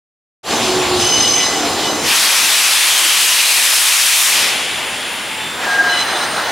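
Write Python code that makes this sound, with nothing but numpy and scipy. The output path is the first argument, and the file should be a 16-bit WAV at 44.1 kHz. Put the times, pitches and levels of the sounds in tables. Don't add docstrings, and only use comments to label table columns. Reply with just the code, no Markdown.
import sys
import numpy as np
from scipy import signal
from scipy.fft import rfft, irfft, next_fast_len
from scipy.io import wavfile
from scipy.ndimage import uniform_filter1d, map_coordinates

SR = 44100
rng = np.random.default_rng(int(sys.argv[2]) if len(sys.argv) > 2 else 0)


def waveform_to_disk(signal):
    frames = np.transpose(np.atleast_2d(signal))
    scaled = np.clip(frames, -1, 1) * 32767
    samples = np.round(scaled).astype(np.int16)
    wavfile.write(sys.argv[1], SR, samples)


N = 287292

# f/Hz, level/dB
JET_SPECTRUM = [(250, -33), (330, -23.5), (480, -21), (700, -13.5), (1050, -8.5), (1450, -8.5), (1900, -3),
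                (2150, -3), (2450, 0), (3400, -1), (4200, -2.5), (5200, -3), (6000, -4)]
JET_BODY_SPECTRUM = [(500, -11), (1000, -0.5), (1900, -2)]
FIZZ_SPECTRUM = [(4500, -19), (6000, -4), (6600, 0), (8500, 2.5), (10800, 1.5), (12200, -2), (13200, -7),
                 (15500, -10.5)]
DRAIN_SPECTRUM = [(400, -12), (850, -3.5), (1250, -8), (2100, 1), (3400, 0.5), (4000, -7.5), (5200, -10),
                  (6500, -14), (7300, -7), (8000, -15.5), (9700, -7.5), (11500, -22), (13800, -33),
                  (15500, -39)]
# f/Hz, level/dB
RUMBLE_SPECTRUM = [(20, -26), (40, -9), (65, -1), (110, 3.5), (180, 1), (260, 2), (500, -49)]
ROAR_SPECTRUM = [(150, -13), (200, -6.5), (310, 1.5), (400, -1), (470, -0.5), (560, -4.5), (700, 0),
                 (800, 1.5), (1000, -5.5), (1130, -0.5), (1300, -11), (1800, -13.5)]
SCRAPE_SPECTRUM = [(700, -16), (1400, -1.5), (1700, -3.5), (2500, 2), (3300, 1.5), (4600, 0), (5700, -2),
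                   (6700, -6.5), (7800, -7.5), (9500, -9.5), (11500, -17), (13000, -20), (15500, -30)]
GEAR_SPECTRUM = [(120, -12.5), (220, -0.5), (330, 1.5), (500, 1), (800, -7), (1500, -7.5)]
GRIND_SPECTRUM = [(250, -18), (500, -5.5), (700, 2), (1250, 0.5), (1750, 2), (2300, -5), (3400, -6),
                  (4600, -9), (6000, -14), (8000, -18.5), (10000, -20.5), (12000, -30), (15500, -28)]
# f/Hz, width/Hz, wagon level/dB, shunter level/dB
DISC_MODES = [(2005, 25, -15, -4), (2975, 60, -4.5, 1.5), (3400, 110, -13, -7), (4030, 60, -13, 5),
              (4290, 80, -16, -20), (5110, 80, -2, -4), (6170, 70, 0, -1.5), (7250, 130, -15, -12),
              (8280, 120, -15, -13), (9290, 70, -16, -20), (10275, 70, -20, -21), (11230, 110, -26, -23),
              (12600, 150, -28, -27)]
# t/s, length/s, level/dB
WAGON_FLANGE_RUBS = [(.43, 0.26, -26), (.94, 0.47, -16), (1.8, 0.1, -27)]
SHUNTER_FLANGE_RUBS = [(5.6, .25, -34), (5.86, .15, -18), (6.11, .08, -26.5), (6.33, .16, -30.5)]
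# t/s, length/s, f/Hz, waver/Hz, level/dB
WHEEL_SQUEALS = [ (.98, .12, 6150, 7, -17), (1.0, .55, 5087, 9, -22.5), (1.04, .42, 6149, 6, -18.5),
                 (1.11, .09, 2968, 7, -15.5), (1.15, .16, 5125, 18, -20), (1.2, .44, 6198, 7, -21),
                 (1.37, .16, 4015, 8, -22.5), (1.3, .32, 2005, 7, -25), (1.5, .5, 5095, 25, -32),
                 (1.52, .6, 4037, 16, -30), (1.55, .6, 2015, 12, -31.5), (1.81, .12, 2985, 14, -22.5),
                 (4.6, .7, 9006, 4, -42), (5.1, .08, 13230, 55, -41), (5.15, .9, 7560, 40, -36),
                 (5.2, .4, 9004, 4, -37), (5.33, .28, 3537, 5, -29), (5.58, .37, 9003, 3, -35),
                 (5.64, .175, 1621, 4, -13.5), (5.777, .05, 1619, 2, -5.5), (5.76, .86, 9001, 2, -29.5),
                 (5.78, .2, 1618, 4, -16.5), (5.9, .14, 2008, 6, -28), (5.85, .22, 2990, 20, -23),
                 (5.9, .16, 4050, 20, -24), (6.13, .08, 3545, 8, -28)]
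# t/s, length/s, f/Hz, level/dB
WHEEL_GROANS = [(.43, .3, 396, -28), (.48, .22, 236, -24.5), (.61, .29, 370, -16.5), (.87, .14, 363, -16),
                (.98, .11, 356, -22), (.5, .55, 790, -32), (1.5, .25, 294, -25), (1.55, .5, 236, -33),
                (1.6, .1, 692, -21.5), (1.6, .55, 325, -27), (2.98, .13, 335, -27), (3.19, .1, 330, -31),
                (5.2, .36, 870, -32), (5.55, .56, 725, -25)]
# t/s, level/dB
GEAR_KNOCKS = [(1.6, -24), (1.86, -26), (2.38, -31), (3.02, -28), (3.55, -31), (4.33, -32.5)]
# f/Hz, T60/s
YARD_DECAY = [(200, 0.29), (2000, 1), (10000, 0.54)]
# f/Hz, level/dB
HISS_SPECTRUM = [(3000, 6), (7000, -6), (12000, -3), (15500, -9)]
# f/Hz, coherence/1
STEREO_COHERENCE = [(60, .996), (125, .988), (250, .965), (550, .93), (1650, .91), (8000, .89),
                    (15000, .94)]

BITE_S, WAGONS_LEAVE_S, WAGONS_T60_S = 0.99, 2.02, 1.45
VALVE_OPEN_S, VALVE_SHUT_S = 1.999, 4.221
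CURVE_S, CURVE_ENTRY_S = 5.49, 0.21


def air_blast(jet_db_per_s=3.5, fizz_db_per_s=5):
    open_s = since(VALVE_OPEN_S)
    jet = amp(-8.5 + jet_db_per_s * open_s) * rush(JET_SPECTRUM, patchy_db=1)
    jet += amp(-18.5) * rush(JET_BODY_SPECTRUM, patchy_db=0.6)
    jet += whistle()
    fizz = amp(-13.5 + fizz_db_per_s * open_s) * rush(FIZZ_SPECTRUM, patchy_db=0.5)
    flow = ramp(VALVE_OPEN_S, 0.18) * amp(0.5 * wobble(29.42))
    return flow * (jet * decay(VALVE_SHUT_S, t60_s=0.87) + fizz * decay(VALVE_SHUT_S, t60_s=0.65))


def whistle(start_s=2.6, length_s=1.3, start_hz=3823, width_hz=290, sink_oct_per_s=0.63):
    hz = start_hz * 2 ** (-sink_oct_per_s * since(start_s))
    inphase, quadrature = filtered(rng.standard_normal((2, N)), lambda f: 1 / (1 + (f / width_hz) ** 2))
    phase = 2 * np.pi * np.cumsum(hz) / SR
    band = unit_rms(inphase * np.cos(phase) + quadrature * np.sin(phase))
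    return amp(-12.5) * swell(start_s, length_s) * band


def pipe_drain(sag_db_per_s=7.5):
    pressure = amp(-17 - sag_db_per_s * since(VALVE_SHUT_S))
    pressure *= burst(VALVE_SHUT_S, attack_s=0.12, hold_s=1.38, t60_s=3.2)
    return pressure * rush(DRAIN_SPECTRUM, patchy_db=1.1)


def wagons(ease_db=2.5, scrape_ease_db=1.5):
    eased = ramp(BITE_S, 0.087)
    rumble = amp(-33 - ease_db * eased) * rush(RUMBLE_SPECTRUM, patchy_db=2)
    roar = amp(-19.5 - ease_db * eased + 0.14 * wobble(7.26)) * rush(ROAR_SPECTRUM, patchy_db=0.5)
    bite = amp(-22) * burst(BITE_S, attack_s=0.02, hold_s=0.029, t60_s=0.26)
    friction = amp(-20 - scrape_ease_db * eased + 0.82 * wobble(24))
    scrape = (friction + bite) * rush(SCRAPE_SPECTRUM, patchy_db=2)
    return (rumble + roar + scrape) * decay(WAGONS_LEAVE_S, WAGONS_T60_S)


def shunter(approach_db_per_s=0.3, rumble_lead_s=0.3):
    in_curve = ramp(CURVE_S, CURVE_ENTRY_S)
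    rumble_rise = ramp(CURVE_S - rumble_lead_s, CURVE_ENTRY_S)
    rumble = amp(-44.5 + 1.5 * rumble_rise) * rush(RUMBLE_SPECTRUM, patchy_db=1.5)
    gear = amp(-35 + 4 * in_curve) * rush(GEAR_SPECTRUM, patchy_db=1.5)
    grind = amp(-28.5 + 9 * in_curve + 0.5 * wobble(22)) * rush(GRIND_SPECTRUM, patchy_db=-0.9)
    return (rumble + gear + grind) * amp(approach_db_per_s * since(CURVE_S))


def flange(rubs, mode_db, t60_s, chatter_db):
    def disc_gain(hz):
        return np.sqrt(sum(amp(db) ** 2 / width_hz / (1 + ((hz - mode_hz) / width_hz) ** 2) ** 2
                           for (mode_hz, width_hz, *_), db in zip(DISC_MODES, mode_db)))

    pressure = sum(amp(db) * burst(start_s, 0.11, length_s, t60_s) for start_s, length_s, db in rubs)
    return pressure * amp(chatter_db * wobble(35)) * stereo_noise(disc_gain, patchy_db=1.5)


def locked_mode(hz, waver_hz, slip_per_s=170, flutter_db=1.2):
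    phase = 2 * np.pi * np.cumsum(hz + waver_hz * wobble(slip_per_s)) / SR
    return amp(flutter_db * wobble(45)) * np.sin(phase)


def squeals():
    return sum(amp(db) * swell(start_s, length_s) * locked_mode(hz, waver_hz)
               for start_s, length_s, hz, waver_hz, db in WHEEL_SQUEALS)


def groans(sag_per_s=0.1, waver_share=0.006):
    total = np.zeros(N)
    for start_s, length_s, hz, db in WHEEL_GROANS:
        sinking_hz = hz * (1 - sag_per_s * since(start_s + length_s / 2))
        total += amp(db) * swell(start_s, length_s) * locked_mode(sinking_hz, waver_share * hz)
    return total


def screech(hz=7200, waver_hz=42):
    fundamental = amp(-27.5) * locked_mode(hz, waver_hz)
    octave = amp(-46) * locked_mode(2 * hz, waver_hz)
    return (fundamental + octave) * decay(WAGONS_LEAVE_S, WAGONS_T60_S)


def knocks():
    strength = sum(amp(db) * burst(start_s, attack_s=0.04, hold_s=0.037, t60_s=1)
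                   for start_s, db in GEAR_KNOCKS)
    return strength * rush(GEAR_SPECTRUM, patchy_db=0.5)


def yard_echo(x):
    hz, time_s, bins = signal.stft(rng.standard_normal((2, SR // 2)), SR, nperseg=256)
    t60_s = log_interp(YARD_DECAY, hz)[:, None]
    tail = signal.istft(bins * amp(-60 * time_s / t60_s), SR, nperseg=256)[1]
    return signal.fftconvolve(x[None], tail / np.linalg.norm(tail[0]), axes=1)[:, :N]


def background_hiss():
    return amp(-36) * rush(HISS_SPECTRUM, patchy_db=-1)


def rush(spectrum, patchy_db):
    def gain(hz):
        rolloff = np.minimum(hz / spectrum[0][0], 1) ** 2 / np.maximum(hz / spectrum[-1][0], 1) ** 4
        return amp(log_interp(spectrum, hz)) * rolloff

    return stereo_noise(gain, patchy_db)


def stereo_noise(gain, patchy_db):
    def mid_side_gain(hz):
        angle = np.arccos(np.clip(log_interp(STEREO_COHERENCE, hz), -1, 1)) / 2
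        return gain(hz) * np.array([np.cos(angle), np.sin(angle)])

    bins = signal.stft(rng.standard_normal((2, N)), nperseg=512)[2]
    patches = uniform_filter1d(rng.standard_normal(bins.shape[1:]), size=9, axis=0)
    patches = unit_rms(uniform_filter1d(patches, size=14, axis=1))
    pair = signal.istft(bins * amp(patchy_db * patches), nperseg=512)[1][:, :N]
    mid, side = filtered(pair, mid_side_gain)
    return unit_rms(np.array([mid + side, mid - side]))


def filtered(x, gain):
    size = next_fast_len(N + SR // 4)
    return irfft(rfft(x, size) * gain(np.fft.rfftfreq(size, 1 / SR)), size)[..., :N]


def panned(x, left_db):
    return x * amp([[left_db / 2], [-left_db / 2]])


def burst(start_s, attack_s, hold_s, t60_s):
    return ramp(start_s, attack_s) * decay(start_s + hold_s, t60_s)


def swell(start_s, length_s):
    edge_s = 0.38 * length_s
    return ramp(start_s, edge_s) * (1 - ramp(start_s + length_s - edge_s, edge_s))


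def ramp(start_s, length_s):
    return np.sin(np.pi / 2 * np.clip(since(start_s) / length_s, 0, 1)) ** 2


def decay(start_s, t60_s):
    return amp(-60 * np.maximum(since(start_s), 0) / t60_s)


def wobble(knots_per_s):
    knots = rng.standard_normal(int(N * knots_per_s / SR) + 4)
    return map_coordinates(knots, [np.arange(N) * knots_per_s / SR])


def since(start_s):
    return np.arange(N) / SR - start_s


def log_interp(points, hz):
    point_hz, values = np.transpose(points)
    return np.interp(np.log(hz + 1), np.log(point_hz + 1), values)


def amp(db):
    return 10 ** (np.asarray(db) / 20)


def unit_rms(x):
    return x / np.sqrt(np.mean(x ** 2) + 1e-20)


def scene():
    _, _, wagon_db, shunter_db = np.transpose(DISC_MODES)
    tones = squeals() + groans() + screech()
    wagon_ring = flange(WAGON_FLANGE_RUBS, wagon_db, t60_s=1.25, chatter_db=-0.5)
    shunter_ring = flange(SHUNTER_FLANGE_RUBS, shunter_db, t60_s=0.7, chatter_db=2.5)
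    hiss = background_hiss()
    wheels = panned(wagon_ring, left_db=-1) + shunter_ring + tones + amp(-13) * yard_echo(tones)
    rolling = wagons() + shunter() + knocks()
    air = panned(air_blast(), left_db=1.35) + panned(pipe_drain(), left_db=1.2)
    return air + rolling + wheels + hiss


def record(dry, ceiling_db=-12, window_s=0.084, top_hz=15950, silence_s=0.43, fade_s=0.085):
    power = np.abs(uniform_filter1d(np.mean(dry ** 2, axis=0), int(window_s * SR)))
    held = dry / np.maximum(np.sqrt(power) / amp(ceiling_db), 1)
    rounded = held / (1 + np.abs(held) ** 8) ** (1 / 8)
    lowpass = lambda hz: np.sin(np.pi / 2 * np.clip((top_hz - hz) / 200, 0, 1)) ** 2
    fade = np.clip(since(silence_s) / fade_s, 0, 1)
    return fade * filtered(rounded, lowpass)


dry = scene()
out = record(dry)
waveform_to_disk(out)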